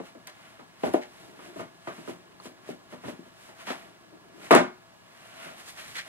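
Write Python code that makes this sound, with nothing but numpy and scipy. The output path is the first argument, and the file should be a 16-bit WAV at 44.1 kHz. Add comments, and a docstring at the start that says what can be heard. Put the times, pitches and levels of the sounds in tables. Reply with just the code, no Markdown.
"""In a quiet, curtained room, boxed sets of disc cases are handled a little to the listener's right.
Impacts excite the hollow boxes: they bump softly, one is put down with a double knock, and later a
stack lands with a loud clatter and sharp plastic clicks. Stick-slip friction makes the cardboard
scrape, the smooth covers hiss and the cases scuff along their sleeves, longest at the end.
Under it all lie the hush of the room and a faint hum."""
import sys
import numpy as np
from scipy import signal
from scipy.fft import rfft, irfft, next_fast_len
from scipy.io import wavfile
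from scipy.ndimage import uniform_filter1d, minimum_filter1d, map_coordinates

SR = 44100
rng = np.random.default_rng(int(sys.argv[2]) if len(sys.argv) > 2 else 0)


def persist_wave(psi):
    """Save psi, clipped to +-1, as 16-bit WAV."""
    counts = np.round(np.clip(psi, -1, 1) * 32767).astype(np.int16)
    wavfile.write(sys.argv[1], SR, np.atleast_2d(counts).T)


N = 268128
TIME = np.arange(N) / SR
AGE = np.arange(SR // 2) / SR  # seconds since a contact


# A box meets a neighbour or its support. Each row: start in seconds, thud level in dB, pitch in Hz,
# clack and weight in dB relative to the thud, level in dB of the slide that goes with it.
BUMPS = [(0, -37.5, 299, -8.5, -45, -70), (0.15, -47.5, 337, -14, -41, -77),
         (0.272, -55, 510, 4.5, -18, -75), (0.592, -50, 370, -1.5, -26, -92),
         (0.8335, -24.5, 507, -8.5, -30, -72), (0.855, -29.5, 263, -13, -13, -45),
         (0.9375, -28.5, 495, -11, -53, -76), (0.9425, -19, 493, -15.5, -63, -48.5),
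         (1.39, -51, 433, 1.5, -32, -62), (1.558, -39.5, 410, -9, -15.5, -61),
         (1.592, -36.5, 454, -1.5, -15, -50.5), (1.871, -36, 464, -0.5, -18.5, -57),
         (1.979, -44.5, 272, -9.5, -27, -71), (2.075, -35.5, 385, -10, -25, -63),
         (2.089, -40.5, 320, -11, -14, -48.5), (2.453, -43.5, 348, -6.5, -19, -54.5),
         (2.689, -35.5, 387, -34, -48, -50), (2.922, -41.5, 348, -6, -18, -55),
         (3.035, -42.5, 466, -2, -8, -60), (3.08, -36.5, 326, -8, -22.5, -47.5),
         (3.121, -50, 230, -26, -20, -79), (3.188, -44.5, 257, -33, -34, -65),
         (3.259, -54.5, 325, -19, -24, -63), (3.487, -54, 535, -2, -13, -58),
         (3.67, -43, 457, 3, -24, -52.5), (3.703, -34.5, 500, -1.5, -45, -46),
         (5.455, -49.5, 484, -12, -11, -58), (5.496, -56, 297, -18, -9, -65)]
# The stack lands box by box. Each row: start in seconds, thud level in dB, clack in dB relative to it.
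STACK_LANDING = [(4.5078, -16, 2), (4.5137, -14, 0.5), (4.536, -19, -2.5), (4.549, -15.5, -0.5),
                 (4.559, -16.5, -2.5), (4.57, -24.5, -4), (4.604, -29, -16)]

def knocks():
    """Superposition of impacts: apart they are heard as bumps, in a quick run as a clatter."""
    track = np.zeros((2, N))
    for start, db, pitch_hz, clack_db, weight_db, _ in BUMPS:
        add(track, start, impact(db, pitch_hz, clack_db, weight_db))
    for start, db, clack_db in STACK_LANDING:
        add(track, start, impact(db, pitch_hz=468, clack_db=clack_db, weight_db=-34))
    return track


# Modes of the boxes, the desk and the room, rung by every blow. Each row: frequency in Hz, relative level in
# dB, t60 in seconds before ring's cap.
STRUCK_MODES = [(173, 0, 0.21), (252.8, 0, 0.24), (291, -5.5, 0.25), (341.3, 1.5, 0.18), (364, -4.5, 0.54),
                (433, 2, 0.09), (467, -14, 0.43), (603.2, 3.5, 0.22), (661, 10.5, 0.15), (686, -4, 0.49),
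                (770.6, 5, 0.27), (847, 3.5, 0.25), (958, 5.5, 0.14), (1012, 2, 0.27), (1001, 9.5, 0.097),
                (1140, -3, 0.082), (1207, 5.5, 0.24), (1254, 10, 0.089), (1436, 5.5, 0.39), (1581, -4, 0.45),
                (1819, 13, 0.11), (1830, -16, 0.19), (2165, 2.5, 0.48)]
# Spectrum of a blow. Each row: frequency in Hz, relative level in dB.
BLOW_SPECTRUM = [(30, -60), (80, -9.5), (140, 1), (250, 8), (700, 3), (1400, -11.5), (2100, -15),
                 (3200, -23.5), (5000, -28.5), (8000, -29.5), (11000, -36), (15500, -57.5)]

def impact(db, pitch_hz, clack_db, weight_db):
    """Impulse excitation: the hollow box thuds, its panels clack, an edge ticks and the support gives."""
    push = unit_energy(decay(0.0075) * rng.standard_normal(len(AGE)))
    edge = unit_energy(decay(0.00097) * rng.standard_normal(len(AGE)))
    panels = unit_energy(decay(0.03) * diffuse(rng.standard_normal((2, len(AGE)))))
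    # the more the support gives, the slower the build-up, which swallows the sharp edge
    rise_s = 0.0023 * amp(0.87 * (weight_db + 23))
    onset = 1 - np.exp(-AGE / max(rise_s, 1e-4))
    ringing = ring(STRUCK_MODES, scatter_db=1.5, spread_rad=.5)
    body = minimum_phase(onset * (amp(-1) * push + panels + room_tail() + amp(-10) * ringing), BLOW_SPECTRUM)
    crack = minimum_phase(onset * (amp(1) * edge + amp(-12.5) * panels + room_tail()), BLOW_SPECTRUM)
    # deep, padded bumps reach further into the bass than bright slaps
    bass_hz = .46 * pitch_hz * (pitch_hz / 420) ** .7
    thud = cut(cut(body, bass_hz, "high", order=3), pitch_hz * 1.85, "low", order=7)
    clack = cut(cut(body, 916, "high", order=5), 4100, "low", order=3)
    tick = cut(crack, 2500, "high", order=3)
    weight = cut(cut(body, 131, "low", order=4), 40, "high", order=3)
    return (at_level(thud, db - .5) + at_level(clack, db + clack_db - .3)
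            + at_level(tick, db + clack_db - 17.37) + at_level(weight, db + weight_db - .8))


# Hard plastic edges meet. Each row: start in seconds, level in dB.
EDGE_CLICKS = [(.2725, -49), (0.937, -52), (4.5087, -41), (4.5145, -38.5), (4.5503, -29), (4.56, -43)]

def clicks():
    """A brief contact has a wide spectrum: hard edges give a thin, sharp click that the room answers."""
    track = np.zeros((2, N))
    for start, db in EDGE_CLICKS:
        burst = decay(0.0071) * rng.standard_normal(len(AGE))
        burst = cut(cut(burst, 4600, "high", order=2), 10600, "low", order=4)
        echo = signal.fftconvolve(burst[None], room_tail(), axes=1)[:, :len(AGE)]
        add(track, start, at_level(burst + amp(-8) * echo, db))
    return track


# One surface slides over another. Each row: time of greatest speed in seconds, scrape level in dB,
# hiss level in dB, half length in seconds.
RUB_STROKES = [(0.07, -53, -56, 0.035), (0.46, -55, -60, 0.13), (1.213, -56.5, -56, 0.12),
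               (1.458, -50.5, -54, 0.055), (1.972, -54, -54.5, 0.1), (2.459, -61, -48.5, 0.022),
               (3.44, -58, -55, 0.066), (3.616, -47.5, -51, 0.029), (3.692, -36, -52, 0.0093),
               (3.8, -52, -56, 0.076), (4.458, -46, -48, 0.045), (5.268, -53.5, -57, .15),
               (5.447, -44, -49, 0.079), (5.602, -49.5, -49, 0.032), (5.691, -66, -43, 0.028),
               (5.798, -47, -45.5, 0.028), (5.895, -54.5, -47, 0.079), (5.974, -67, -43, 0.019),
               (6.075, -47.5, -50.5, 0.026)]
# Spectra of scraping cardboard and of smooth covers. Each row: frequency in Hz, relative level in dB.
SCRAPE_SPECTRUM = [(50, -14), (110, -54), (180, 1), (330, -4.5), (480, -4), (660, 6), (950, -1.5),
                   (1700, 3), (3000, -1.5), (4500, -12), (8000, -36), (16000, -55)]
HISS_SPECTRUM = [(800, 5), (2000, 8.5), (4000, 5.5), (6000, 2.5), (9000, 1.5), (11500, -2.5), (15500, -15)]
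# Panel resonances. Each row: centre in Hz, width in Hz, gain in dB.
PANEL_RESONANCES = [(334, 20, 5), (653, 22, 1), (1114, 100, -4), (1383, 29, 1.5), (1840, 72, -19),
                    (2090, 68, -11), (2866, 81, -4.5)]

def rubbing():
    """Sliding friction: rough cardboard scrapes and drives the panels; smooth covers hiss above it."""
    # around each bump the covers slide briefly past each other
    slides = [(start + 0.0092, db + 2, db, 0.029) for start, *_, db in BUMPS]
    peak_s, scrape_db, hiss_db, half_s = np.transpose(RUB_STROKES + slides)
    cardboard = lambda hz: amp(along(SCRAPE_SPECTRUM, hz)) * (1 + resonances(PANEL_RESONANCES, hz))
    scrape = friction(cardboard, grain_db=1, grains_hz=123.3)
    hiss = friction(lambda hz: amp(along(HISS_SPECTRUM, hz)), grain_db=1.1, grains_hz=556)
    scrape_swell = swells(zip(peak_s, scrape_db, half_s), steepness=1.05)
    hiss_swell = swells(zip(peak_s, hiss_db, half_s), steepness=0.97)
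    grip_scrape, grip_hiss = amp(-61.5), amp(-67)  # the hands never hold the boxes quite still
    return np.hypot(scrape_swell, grip_scrape) * scrape + np.hypot(hiss_swell, grip_hiss) * hiss


# Quick slips along a sleeve. Each row: start in seconds, level in dB, then rise, hold and t60 in seconds.
SLEEVE_SLIPS = [(0.269, -43.5, 0.00089, 0.0073, 0.16), (1.012, -46, 0.0018, .015, 0.21),
                (3.666, -38.5, 0.0035, 0.055, 0.2), (5.766, -48, 0.0098, 0.077, 0.56),
                (5.942, -35, 0.025, 0.052, 0.18)]
# Resonances of the sleeve. Each row: centre in Hz, width in Hz, relative gain in dB.
SLEEVE_RESONANCES = [(1830, 350, 18.5), (2190, 480, 14.5), (3020, 820, 9), (3980, 230, 4), (4970, 290, -32),
                     (7900, 1400, -19)]

def scuff(start, db, rise, hold, t60):
    """Forced vibration: the friction of a slipping case drives the resonances of its sleeve."""
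    age = TIME - start
    stroke = np.clip(age / rise, 0, 1) * decay(t60, np.maximum(age - hold, 0))
    sleeve = lambda hz: resonances(SLEEVE_RESONANCES, hz) / (1 + (hz / 11000) ** 4)
    return amp(db) * stroke * friction(sleeve, grain_db=2, grains_hz=367)


# A loaded box is dragged. Each row: time of greatest speed in seconds, level in dB, half length in seconds.
BOX_DRAGS = [(1.3, -52.5, 0.087), (1.49, -50, 0.05), (2.4, -60, 0.98), (3.88, -59, 0.14),
             (4.14, -51, 0.029), (4.25, -57, 0.035), (4.41, -50.5, 0.082)]
# Its dull resonances. Each row: centre in Hz, width in Hz, relative gain in dB.
HOLLOW_RESONANCES = [(190, 11, -4.5), (338, 96, -4.5), (620, 130, -14)]

def dragging():
    """Slow stick-slip: a loaded box judders softly over its support and sounds its low resonances."""
    hollow = lambda hz: resonances(HOLLOW_RESONANCES, hz) / (1 + (hz / 900) ** 4)
    return swells(BOX_DRAGS, steepness=1.05) * friction(hollow, grain_db=1, grains_hz=46.7)


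# A plastic part snaps. Each row: start in seconds, level in dB, pitch in Hz.
PLASTIC_SNAPS = [(2.4002, -51, 1060)]
# Its modes. Each row: multiple of the pitch, relative level in dB, t60 in seconds.
CLASP_MODES = [(1, -15, 0.034), (1.12, -11, .02), (2.75, -39, 0.038), (4.15, -15.5, .018)]

def snaps():
    """Free vibration: a small plastic part rings very briefly in damped, inharmonic modes."""
    track = np.zeros((2, N))
    onset = 1 - np.exp(-AGE / .0005)
    for start, db, pitch_hz in PLASTIC_SNAPS:
        modes = [(ratio * pitch_hz, level, t60) for ratio, level, t60 in CLASP_MODES]
        add(track, start, at_level(onset * ring(modes, scatter_db=1, spread_rad=.2), db))
    return track


# Reverberation times of the room. Each row: frequency in Hz, t60 in seconds.
ROOM_DECAY = [(100, 0.36), (300, 0.12), (900, 0.28), (2000, 0.26), (5000, 0.26), (14000, 0.17)]

def room_tail():
    """Absorption varies with frequency, so each band of a fresh stereo tail dies at its own rate."""
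    hz, t, bands = signal.stft(rng.standard_normal((2, len(AGE))), SR, nperseg=256)
    bands = bands * decay(along(ROOM_DECAY, hz)[:, None], t)
    _, tail = signal.istft(bands, SR, nperseg=256)
    return unit_energy(diffuse(tail[:, :len(AGE)]))


# Spectrum of the room's hush. Each row: frequency in Hz, relative level in dB.
HUSH_SPECTRUM = [(20, -22), (45, 0.5), (90, -6), (160, 1.5), (260, -1), (450, -4.5), (660, -3),
                 (1100, -0.5), (2000, -20.5), (4000, -12), (8000, -21), (12000, -29.5), (15500, -29)]
# Tones of the faint hum. Each row: frequency in Hz, level in dB.
HUM_TONES = [(112, -72.5), (165, -87), (289, -96.5), (333, -78), (665, -71), (1679, -68)]

def room_tone():
    """Ambient noise: a continuous spectrum of hush under hum tones that waver by phase modulation."""
    hush = filtered(diffuse(rng.standard_normal((2, N))), lambda hz: amp(along(HUSH_SPECTRUM, hz)))
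    hum = sum(amp(db) * np.sqrt(2) * np.sin(2 * np.pi * hz * TIME + .7 * wobble(4.7))
              for hz, db in HUM_TONES)
    return amp(-58.5) * hush / rms(hush) + hum


# Likeness of left and right in the room. Each row: frequency in Hz, coherence from 0 to 1.
COHERENCE = [(40, 1), (140, 1), (300, 0.097), (600, 0.44), (1100, 0.68), (2200, 0.56), (4200, 0.8),
             (8000, 0.33), (15000, 0.33)]

def diffuse(pair):
    """Partial coherence: two unrelated signals mix into left and right, most alike in the bass."""
    angle = lambda hz: np.arccos(np.clip(along(COHERENCE, hz), 0, 1)) / 2
    mid, side = filtered(pair, lambda hz: np.array([np.cos(angle(hz)), np.sin(angle(hz))]))
    return np.array([mid + side, mid - side])


def ring(modes, scatter_db, spread_rad):
    """Modal superposition: damped sines of random strength reach the two sides a little out of step."""
    hz, db, t60 = np.transpose(modes)[:, :, None]
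    strength = amp(db + scatter_db * rng.standard_normal(db.shape))
    phase = 2 * np.pi * rng.random(len(modes)) + spread_rad * rng.standard_normal((2, len(modes)))
    t60 = np.minimum(t60, .33)  # cardboard and plastic are too lossy to ring for long
    waves = strength * decay(t60) * np.exp(2j * np.pi * hz * AGE)
    return unit_energy((np.exp(1j * phase) @ waves).imag)


def friction(response, grain_db, grains_hz):
    """Stick-slip: stereo noise of rms 1 whose strength jumps as the surfaces catch and let go."""
    slips = rng.standard_normal((2, N)) * amp(grain_db * wobble(grains_hz))
    noise = filtered(diffuse(slips), response)
    return noise / rms(noise)


def swells(strokes, steepness):
    """Incoherent sources add in power: the joint envelope of strokes that speed up and slow down."""
    return np.sqrt(sum((amp(db) / (1 + ((TIME - peak_s) / half_s) ** 2) ** steepness) ** 2
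                       for peak_s, db, half_s in strokes))


def resonances(peaks, hz):
    """Damped oscillators in parallel: their complex responses add."""
    return sum(amp(db) * 1j * hz * width / (centre ** 2 - hz ** 2 + 1j * hz * width)
               for centre, width, db in peaks)


def minimum_phase(x, spectrum, size=4096):
    """Causality: a minimum-phase filter colours x so that nothing sounds before a blow."""
    cepstrum = irfft(np.log(amp(along(spectrum, np.fft.rfftfreq(size, 1 / SR)))))
    cepstrum[1:size // 2] *= 2
    cepstrum[size // 2 + 1:] = 0
    impulse_response = irfft(np.exp(rfft(cepstrum)))
    return signal.fftconvolve(x, impulse_response[None], axes=1)[:, :x.shape[1]]


def filtered(x, response):
    """Linear filtering: the spectrum of x times a complex response of frequency."""
    n = x.shape[-1]
    size = next_fast_len(n + 8192)
    return irfft(rfft(x, size) * response(np.fft.rfftfreq(size, 1 / SR)), size)[..., :n]


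def cut(x, hz, kind, order):
    """Causal low-pass or high-pass with a maximally flat passband."""
    return signal.sosfilt(signal.butter(order, hz, kind, fs=SR, output="sos"), x)


def decay(t60, age=AGE):
    """Exponential damping: 60 dB down after t60 seconds."""
    return np.exp(-np.log(1000) * age / t60)


def wobble(rate):
    """Spline interpolation through random knots, rate of them a second."""
    return map_coordinates(rng.standard_normal(int(N * rate / SR) + 4), [np.arange(N) * rate / SR])


def along(points, hz):
    """Interpolation of (Hz, value) points on a logarithmic frequency axis."""
    knots_hz, values = np.transpose(points)
    return np.interp(np.log(hz + 1), np.log(knots_hz), values)


def amp(db):
    """Decibels as an amplitude ratio."""
    return 10 ** (np.asarray(db) / 20)


def rms(x):
    """Root mean square of all samples."""
    return np.sqrt(np.mean(x ** 2) + 1e-24)


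def unit_energy(x):
    """Normalisation to a mean energy of 1 per channel."""
    return x / (rms(x) * np.sqrt(x.shape[-1]))


def at_level(x, db):
    """Normalisation of a hit to this rms level over its first 30 ms."""
    return amp(db) * x / rms(x[..., :round(.03 * SR)])


def add(track, start_s, x):
    """Superposition of x on the track from start_s on."""
    first = max(0, round(start_s * SR))
    track[:, first:first + x.shape[1]] += x[:, :N - first]


# Phase difference between the sides. Each row: frequency in Hz, lead of the left in radians.
LEFT_LEAD = [(20, 4), (200, 0.39), (520, -1.32), (1300, -1.63), (2500, -2), (3700, -2), (6400, -3.5),
             (8300, -4), (11700, -5.5), (15300, -5)]
# Level difference between the sides. Each row: frequency in Hz, left minus right in dB.
LEFT_EXCESS = [(60, 0), (200, 6), (380, 0.5), (700, 2.5), (1200, -0.8), (2300, 0.1), (4400, -1),
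               (8000, -0.5), (15000, -.8)]

def scene():
    """Localisation by phase and level: the right side leads above the bass; the bass is stronger left."""
    handling = knocks() + clicks() + rubbing() + dragging() + snaps()
    handling += sum(scuff(*slip) for slip in SLEEVE_SLIPS)
    left = lambda hz: amp(along(LEFT_EXCESS, hz) / 2) * np.exp(.5j * along(LEFT_LEAD, hz))
    return filtered(handling + room_tone(), lambda hz: np.array([left(hz), 1 / left(hz)]))


def record(dry):
    """Peak and band limiting: a smooth gain eases any peak under full scale; the top ends at 15750 Hz."""
    needed = np.minimum(1, .98 / (np.abs(dry).max(axis=0) + 1e-9))
    gain = uniform_filter1d(minimum_filter1d(needed, size=401), size=401)
    return filtered(dry * gain, lambda hz: hz < 15750)


dry = scene()
out = record(dry)
persist_wave(out)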